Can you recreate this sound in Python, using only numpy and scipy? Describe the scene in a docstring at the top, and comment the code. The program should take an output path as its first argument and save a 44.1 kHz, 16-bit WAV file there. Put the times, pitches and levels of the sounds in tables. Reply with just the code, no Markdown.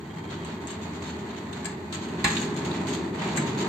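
"""Over a low outdoor drone, a folding steel gate is pushed along a curved ground track between walls.
From the start its wheels make the hollow panels rumble and the bars buzz, and one wheel sings faintly.
Soon the loose hinges rattle and clink and the wheels clack. At 1.65 s a knock sets a loose bar ringing;
at 2.24 s two leaves slam together with a clank. The gate rolls on, louder as it gathers way,
with lighter knocks of the leaves, and the bar rings again near the end."""
import sys
import numpy as np
from scipy import signal
from scipy.fft import rfft, irfft
from scipy.io import wavfile
from scipy.ndimage import uniform_filter1d

SR = 44100
rng = np.random.default_rng(int(sys.argv[2]) if len(sys.argv) > 2 else 0)


def to_wav(sig):
    """Store sig (one row per channel, or 1-D mono) as 16-bit WAV at the path in sys.argv[1].

    Samples outside -1..1 are clipped; the rate is SR.
    """
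    pcm = np.clip(np.atleast_2d(sig), -1, 1) * 32767
    pcm = np.round(pcm).astype(np.int16)
    wavfile.write(sys.argv[1], SR, pcm.T)  # frames by channels


N = 162288
T = np.arange(N) / SR

# How alike the two microphones sound. Each row: frequency in Hz, coherence from 0 to 1.
COHERENCE = [(60, 1), (160, 0.92), (300, 0.89), (550, 0.66), (1000, 0.36), (2000, 0.047), (4000, 0.037),
             (8000, 0.06)]
# Stereo tilt. Each row: frequency in Hz, left over right in dB.
STEREO_TILT = [(200, 0), (1400, 0), (2100, -2), (2450, -6), (3100, .5), (4200, -3), (5000, -1.5),
               (6200, 7.5), (7600, 6.5), (8400, 2), (12000, -0.5)]
# Echo of the yard and dense ringing of the gate. Each row: frequency in Hz, t60 in seconds.
YARD_DECAY = [(150, 0.14), (1000, 0.79), (3000, 0.5), (8000, 0.28), (15000, 0.057)]

# Tone colours of the sources. Each row: frequency in Hz, relative level in dB.
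OUTDOOR_COLOUR = [(20, -52), (45, -23), (58, -37), (76, 7.5), (95, 5.5), (125, -4.5), (250, -10),
                  (1000, -56), (8000, -66), (15000, -35.5)]
PANEL_COLOUR = [(25, -33), (55, -38), (90, -8), (122, -9), (170, -4.5), (230, -3.5), (295, -2), (390, -1),
                (450, -6), (520, -20.5), (900, -23), (2500, -79)]
BAR_COLOUR = [(200, -18), (480, -3), (620, 3), (760, 2.5), (880, 5), (1150, 0), (1400, -5), (1900, -2),
              (2800, -11), (4500, -11.5), (4900, -22.5), (6000, -22), (6700, -16), (8400, -20), (9200, -56),
              (13000, -34), (15500, -52)]
HINGE_COLOUR = [(300, -28.5), (900, 8.5), (2000, 5), (2800, 4.5), (3300, 7.5), (4550, 6), (4900, -3),
                (6000, -4), (6400, -0.5), (6780, 8.5), (7050, -16), (7500, 7.5), (7750, -37), (8450, -1),
                (9000, -74), (12500, -16.5), (15500, -30)]
CLACK_COLOUR = [(300, -30), (1000, -19), (2200, -6), (2600, 3), (3200, 0), (3800, 9), (4500, 0),
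                (5100, -13.5), (7000, -17), (8500, -8), (9500, -67), (15500, -66)]
PIN_COLOUR = [(500, -35), (1400, -19), (1700, 4.5), (2350, -3.5), (2800, 2), (3700, -5), (4500, -5),
              (5200, -13), (6000, -8), (6500, 4), (7100, -3), (7500, 9.5), (7850, -0.5), (8400, 2),
              (9300, -42), (13000, -16.5), (15500, -55)]
LEAF_COLOUR = [(100, -1), (500, -11.5), (830, -4.5), (1150, 1.5), (1350, -10), (1700, 3.5), (2300, 1),
               (3000, -14), (4100, -3), (5200, -14), (6200, -23.5), (6800, -8), (8300, -10.5), (9300, -49),
               (12500, -30), (15500, -38)]

# Fader curves of the rolling sounds. Each row: time in seconds, relative level in dB.
RUMBLE_FADER = [(0.0, -36), (0.08, -43.5), (0.11, -37.5), (0.16, -41), (0.22, -36), (0.66, -35),
                (1.98, -35.5), (2.07, -31.5), (2.51, -28), (2.53, -29.5), (2.92, -27.5), (3.14, -30.5),
                (3.35, -28), (3.68, -27.5)]
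BOOM_FADER = [(0, -50), (.12, -42.5), (.9, -45), (1.35, -47), (1.9, -45.5), (2.15, -42), (2.5, -36.5),
              (2.85, -38), (3.05, -43.5), (3.3, -32.5), (3.5, -32.5), (3.68, -40.5)]
BUZZ_FADER = [(0, -46), (.3, -43), (.7, -41.5), (1.25, -43), (1.55, -42), (1.85, -44), (2.15, -40),
              (2.6, -37.5), (2.9, -38.5), (3.1, -38.5), (3.25, -34.5), (3.5, -37.5), (3.68, -34)]
SQUEAL_FADER = [(0, -67), (.13, -58), (.42, -60), (.55, -64), (1.2, -80), (1.35, -62), (1.45, -80)]

# Panel resonances and the leaves' lowest modes. Each row: pitch in Hz, width in Hz, relative level in dB.
PANEL_MODES = [(190, 25, -9), (212, 14.6, -9.5), (230.7, 17.7, -10.5), (252.9, 13.8, -12.5),
               (284.5, 17, -13), (332.8, 18.6, -11.5), (365.7, 15.3, -14), (401, 29.5, -12)]
BOOM_MODES = [(138.9, 15, -4.5), (166.8, 12, -1)]
# Ringing of the steel parts. Each row: pitch in Hz, relative level in dB, t60 in seconds.
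FRAME_MODES = [(820, -2.5, .45), (884, -8, .4), (996, -7, .2), (1098, -5, .27), (1142, -5, .25),
               (1467, -7, .38), (1665, 1, .43), (1695, -3, .25), (1785, 0, .24), (1850, -5, .2),
               (1971, -3, .26), (2132, -6, .33), (2254, -5, .18), (2317, 0, .24), (2369, -6, .27),
               (2676, -7, .3), (2707, -3.5, .38), (3115, -11, .26), (3450, -6, .24), (4080, -9.5, .22)]
HINGE_MODES = [(3120, -5, .14), (4060, -6, .06), (4600, -7, .08), (6390, -4, .1), (6715, -3, .08),
               (6800, -2, .08), (7360, 0, .08), (7470, -2, .08), (7560, -2, .09), (7635, -4, .12),
               (7980, -7, .08), (8390, -6, .08)]
LOOSE_BAR_MODES = [(1640, -2, .14), (1717, 0, .25), (2130, -7, .2), (2295, 1, .11), (3354, -13, .3),
                   (4129, -13, .3), (7470, -3, .08), (7639, -3, .22), (8420, -6, .1)]

# Bursts of hinge chatter. Each row: start and length in seconds, relative level and treble in dB.
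RATTLES = [(0.298, 0.056, -41.5, -13), (0.446, 0.083, -42.5, -14), (0.673, 0.074, -41.5, -9),
           (0.811, 0.032, -45, 2.5), (0.927, 0.035, -44.5, -2), (1.017, 0.09, -41, -1),
           (1.182, 0.025, -48.5, -1), (1.287, 0.025, -44, -14), (1.361, 0.025, -42, -3.5),
           (1.525, 0.087, -47.5, -2), (1.922, 0.034, -37, 1), (2.008, 0.035, -40, -0.5),
           (2.173, 0.1, -42, -18), (2.264, 0.19, -35.5, 5.5), (2.557, 0.036, -39.5, 2),
           (2.644, 0.028, -37.5, 0), (2.725, 0.045, -37, -4.5), (2.864, 0.045, -36.5, 2),
           (2.927, 0.026, -36.5, 5), (3.184, 0.033, -39, -20), (3.215, .12, -37, -6.5),
           (3.39, 0.034, -39, -4), (3.461, 0.043, -38, 0.5), (3.573, 0.051, -34.5, 1.5)]
# Wheel clacks. Each row: start in seconds, relative level and treble in dB, decay time in seconds.
CLACKS = [(.302, -45, 5, .009), (.332, -44, -13, 0.01), (1.53, -38.5, 3, 0.0098), (1.925, -40, 16.5, 0.01),
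          (2.272, -24, -14, 0.0055), (2.368, -20, -10, .007), (2.713, -29.5, -2.5, 0.0043),
          (2.929, -34, -6, 0.0093), (3.468, -41, -8, .006)]
# Knocks of the hinge pins. Each row: start in seconds, relative level and treble in dB.
CLINKS = [(.447, -41.5, -0.5), (.671, -38, 2), (.705, -37, 0), (1.022, -41, -10), (1.527, -42.5, -2),
          (1.645, -39, 3), (1.655, -35, 2.5), (1.938, -32.5, -3), (2.086, -37, -15), (2.304, -39, 3.5),
          (2.417, -41, 0), (2.542, -53, 5), (2.648, -37.5, -7.5), (2.883, -36.5, -1), (3.363, -35, 3),
          (3.372, -29, 5.5)]
# Strikes on the loose bar. Each row: start in seconds, relative level and treble in dB.
PINGS = [(1.647, -12.5, -8), (1.654, -8, -3), (3.371, -13, 10), (3.376, -3, -9)]
# The leaves knock together; the hardest blow bounces.
# Each row: start in seconds, relative level and treble in dB, frame ring in dB above that level.
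CLANKS = [(1.655, -39, 16, -2), (2.199, -41, -11, 20), (2.2427, -20.5, 5.5, 13), (2.2455, -17.5, 5, 24),
          (2.26, -22.5, -22, 12), (3.221, -33.5, -16, 21), (3.376, -26.5, -12, 12), (3.6, -44, -7, 19)]


def amp(db):
    """Decibels to gain."""
    return 10 ** (np.asarray(db) / 20)


def unit_rms(x):
    """Scales to an rms of one."""
    return x / np.sqrt(np.mean(x ** 2) + 1e-20)


def unit_energy(x):
    """Scales a stereo response to an average energy of one per channel."""
    return x / np.sqrt(np.sum(x ** 2) / 2 + 1e-20)


def at_hz(points, hz):
    """Reads a table along log frequency."""
    freqs, values = np.transpose(points)
    return np.interp(np.log(hz + 1), np.log(freqs + 1), values)


def fader(points):
    """Gain over time from a dB curve."""
    return amp(np.interp(T, *np.transpose(points)))


def add(mix, start_s, sound):
    """Drops a sound into the mix at its cue."""
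    part = mix[:, round(start_s * SR):][:, :sound.shape[1]]
    part += sound[:, :part.shape[1]]


def convolve(x, response):
    """Plays a signal through a stereo response."""
    return signal.fftconvolve(np.atleast_2d(x), response, axes=1)[:, :N]


def colour(pair, tone):
    """Gives two unrelated signals a tone colour and the stereo width of the microphones."""
    hz = abs(np.fft.fftfreq(pair.shape[1], 1 / SR))
    log_gain = np.log(amp(at_hz(tone, hz)))
    eq = np.exp(np.conj(signal.hilbert(log_gain)))  # minimum phase keeps attacks crisp
    alike = at_hz(COHERENCE, hz)
    mid, side = np.fft.fft(pair) * eq * np.sqrt([1 + alike, 1 - alike])
    return np.fft.ifft([mid + side, mid - side]).real


def sing(hz, width_hz):
    """A steep-sided resonance kept going by random shaking."""
    t = np.arange(SR) / SR
    mode = t * np.exp(-np.pi * width_hz * t) * np.sin(2 * np.pi * hz * t)
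    return unit_rms(signal.fftconvolve(rng.standard_normal(N + SR - 1), mode, "valid"))


def ring(modes):
    """Decaying partials, each reaching the two microphones with a phase gap set by their coherence."""
    t, out = np.arange(SR) / SR, 0
    for hz, db, t60 in modes:
        gap = np.arccos(at_hz(COHERENCE, hz)) * rng.choice([-1, 1]) * np.array([[.5], [-.5]])
        phase = 2 * np.pi * (hz * t + rng.random())
        out = out + amp(db - 60 * t / t60) * np.sin(phase + gap)
    return unit_energy(out)


def yard_tail():
    """A diffuse tail that hangs longest in the mids and dies first in the treble."""
    hz, t, spectrum = signal.stft(rng.standard_normal((2, SR)), SR, nperseg=256)
    decay = amp(-60 * t / at_hz(YARD_DECAY, hz)[:, None])
    tail = signal.istft(spectrum * decay, SR, nperseg=256)[1]
    fade_in = 1 - np.exp(-np.arange(tail.shape[1]) / SR / 0.0021)
    return unit_energy(tail * fade_in)


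def contacts(count, per_s, spread_db):
    """Tiny metal contacts of uneven size at random moments."""
    size = amp(spread_db * np.minimum(rng.exponential(1, count), 4))
    touching = rng.random(count) < per_s / SR
    return unit_rms(size * touching * rng.standard_normal((2, count)))


def treble_shelf(x, treble_db, corner_hz=5200):
    """Lifts or lowers the top of a short sound."""
    low = signal.sosfiltfilt(signal.butter(2, corner_hz, "low", fs=SR, output="sos"), x)
    return low + amp(treble_db) * (x - low)


def blows(rows, decay_s):
    """Each blow is a dense crack that spreads through the metal and dies quickly."""
    drive, t = np.zeros((2, N)), np.arange(SR // 8) / SR
    for start, db, treble_db in rows:
        crack = rng.choice([-1., 1.], (2, len(t))) * np.exp(-t / decay_s)
        add(drive, start, amp(db) * treble_shelf(crack, treble_db))
    return drive


def steel(drive, tone, modes, ring_db, tail_db):
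    """Contacts sound through a steel part: its colour, its ringing modes and the yard's tail."""
    wet = drive + amp(tail_db) * convolve(drive, yard_tail())
    body = unit_rms(colour(wet, tone)) * np.sqrt(np.mean(wet ** 2))
    return body + amp(ring_db) * convolve(drive[0], ring(modes))


def outdoor_drone():
    """A steady bed of low outdoor noise."""
    return amp(-45.5) * unit_rms(colour(rng.standard_normal((2, N)), OUTDOOR_COLOUR))


def panel_rumble():
    """The rough track shakes the hollow panels; their lowest modes swell as the leaves flex."""
    body = amp(-3) * unit_rms(colour(rng.standard_normal((2, N)), PANEL_COLOUR))
    modes = sum(amp(db) * sing(hz, width) for hz, width, db in PANEL_MODES)
    boom = sum(amp(db) * sing(hz, width) for hz, width, db in BOOM_MODES)
    return amp(-2.68) * fader(RUMBLE_FADER) * (body + modes) + fader(BOOM_FADER) * boom


def bar_buzz(uneven_db=1.74):
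    """Grit under the wheels keeps the bars buzzing, unevenly along the track."""
    roughness = uniform_filter1d(uniform_filter1d(rng.standard_normal(N), size=1100), size=500)
    flutter = amp(uneven_db * unit_rms(roughness))
    grit = contacts(N, per_s=5000, spread_db=1) * fader(BUZZ_FADER) * flutter
    return amp(-1) * steel(grit, BAR_COLOUR, FRAME_MODES, ring_db=-25.5, tail_db=-6)


def wheel_squeal():
    """A wheel rubbing on the rail holds a faint, thin note."""
    return fader(SQUEAL_FADER) * sing(hz=3220, width_hz=150)


def hinge_rattles(attack_s=0.005, release_s=0.012, fade_db_per_s=25):
    """A loose hinge chatters for a moment, then settles."""
    drive, t = np.zeros((2, N)), np.arange(SR // 3) / SR
    for start, length, db, treble_db in RATTLES:
        release = np.exp(-np.maximum(t - length, 0) / release_s)
        envelope = np.minimum(t / attack_s, 1) * release * amp(-fade_db_per_s * t)
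        chatter = envelope * contacts(len(t), per_s=2600, spread_db=1.5)
        add(drive, start, amp(db) * treble_shelf(chatter, treble_db))
    return amp(-1.5) * steel(drive, HINGE_COLOUR, HINGE_MODES, ring_db=-12.5, tail_db=-4)


def wheel_clacks():
    """The wheels hit the rail with short, dry knocks."""
    drive = sum(blows([row[:3]], decay_s=row[3]) for row in CLACKS)
    return steel(drive, CLACK_COLOUR, HINGE_MODES, ring_db=-37, tail_db=-10.5)


def pin_clinks():
    """The hinge pins knock in their eyes, one bright clink at a time."""
    return steel(blows(CLINKS, decay_s=0.011), PIN_COLOUR, HINGE_MODES, ring_db=-22, tail_db=-8.5)


def bar_pings():
    """A loose bar rings out on two of the knocks, struck twice each time."""
    out = np.zeros((2, N))
    for start, db, treble_db in PINGS:
        add(out, start, amp(db) * treble_shelf(ring(LOOSE_BAR_MODES), treble_db))
    return out


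def leaf_clanks(touch_db=4, touch_decay_s=0.008):
    """Each knock of the leaves cracks and sets the whole frame ringing, hard at first, then freely."""
    cracks = blows([row[:3] for row in CLANKS], decay_s=0.006)
    out = steel(cracks, LEAF_COLOUR, HINGE_MODES, ring_db=-39, tail_db=-5.5)
    t = np.arange(SR) / SR
    punch = 1 + amp(touch_db) * np.exp(-t / touch_decay_s)  # extra ring while the leaves still touch
    frame = ring(FRAME_MODES) * punch
    for start, db, _, ring_db in CLANKS:
        add(out, start, amp(db + ring_db) * frame)
    return out


def scene():
    """The rolling gate and its knocks over a low outdoor drone."""
    bed = outdoor_drone() + panel_rumble() + bar_buzz() + wheel_squeal()
    return bed + hinge_rattles() + wheel_clacks() + pin_clinks() + bar_pings() + leaf_clanks()


def record(dry):
    """The two microphones differ in colour and shed the deepest bass and the very top."""
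    low_cut_hz, high_cut_hz = 52.6, 15300
    tilt_db = at_hz(STEREO_TILT, np.fft.rfftfreq(2 * N, 1 / SR)) * np.array([[.5], [-.5]])
    tilted = irfft(rfft(dry, 2 * N) * amp(tilt_db))[:, :N]
    low_cut = signal.butter(4, low_cut_hz, "high", fs=SR, output="sos")
    high_cut = signal.firwin(511, high_cut_hz, window=("kaiser", 9), fs=SR)
    return signal.oaconvolve(signal.sosfilt(low_cut, tilted), high_cut[None], "same")


dry = scene()
out = record(dry)
to_wav(out)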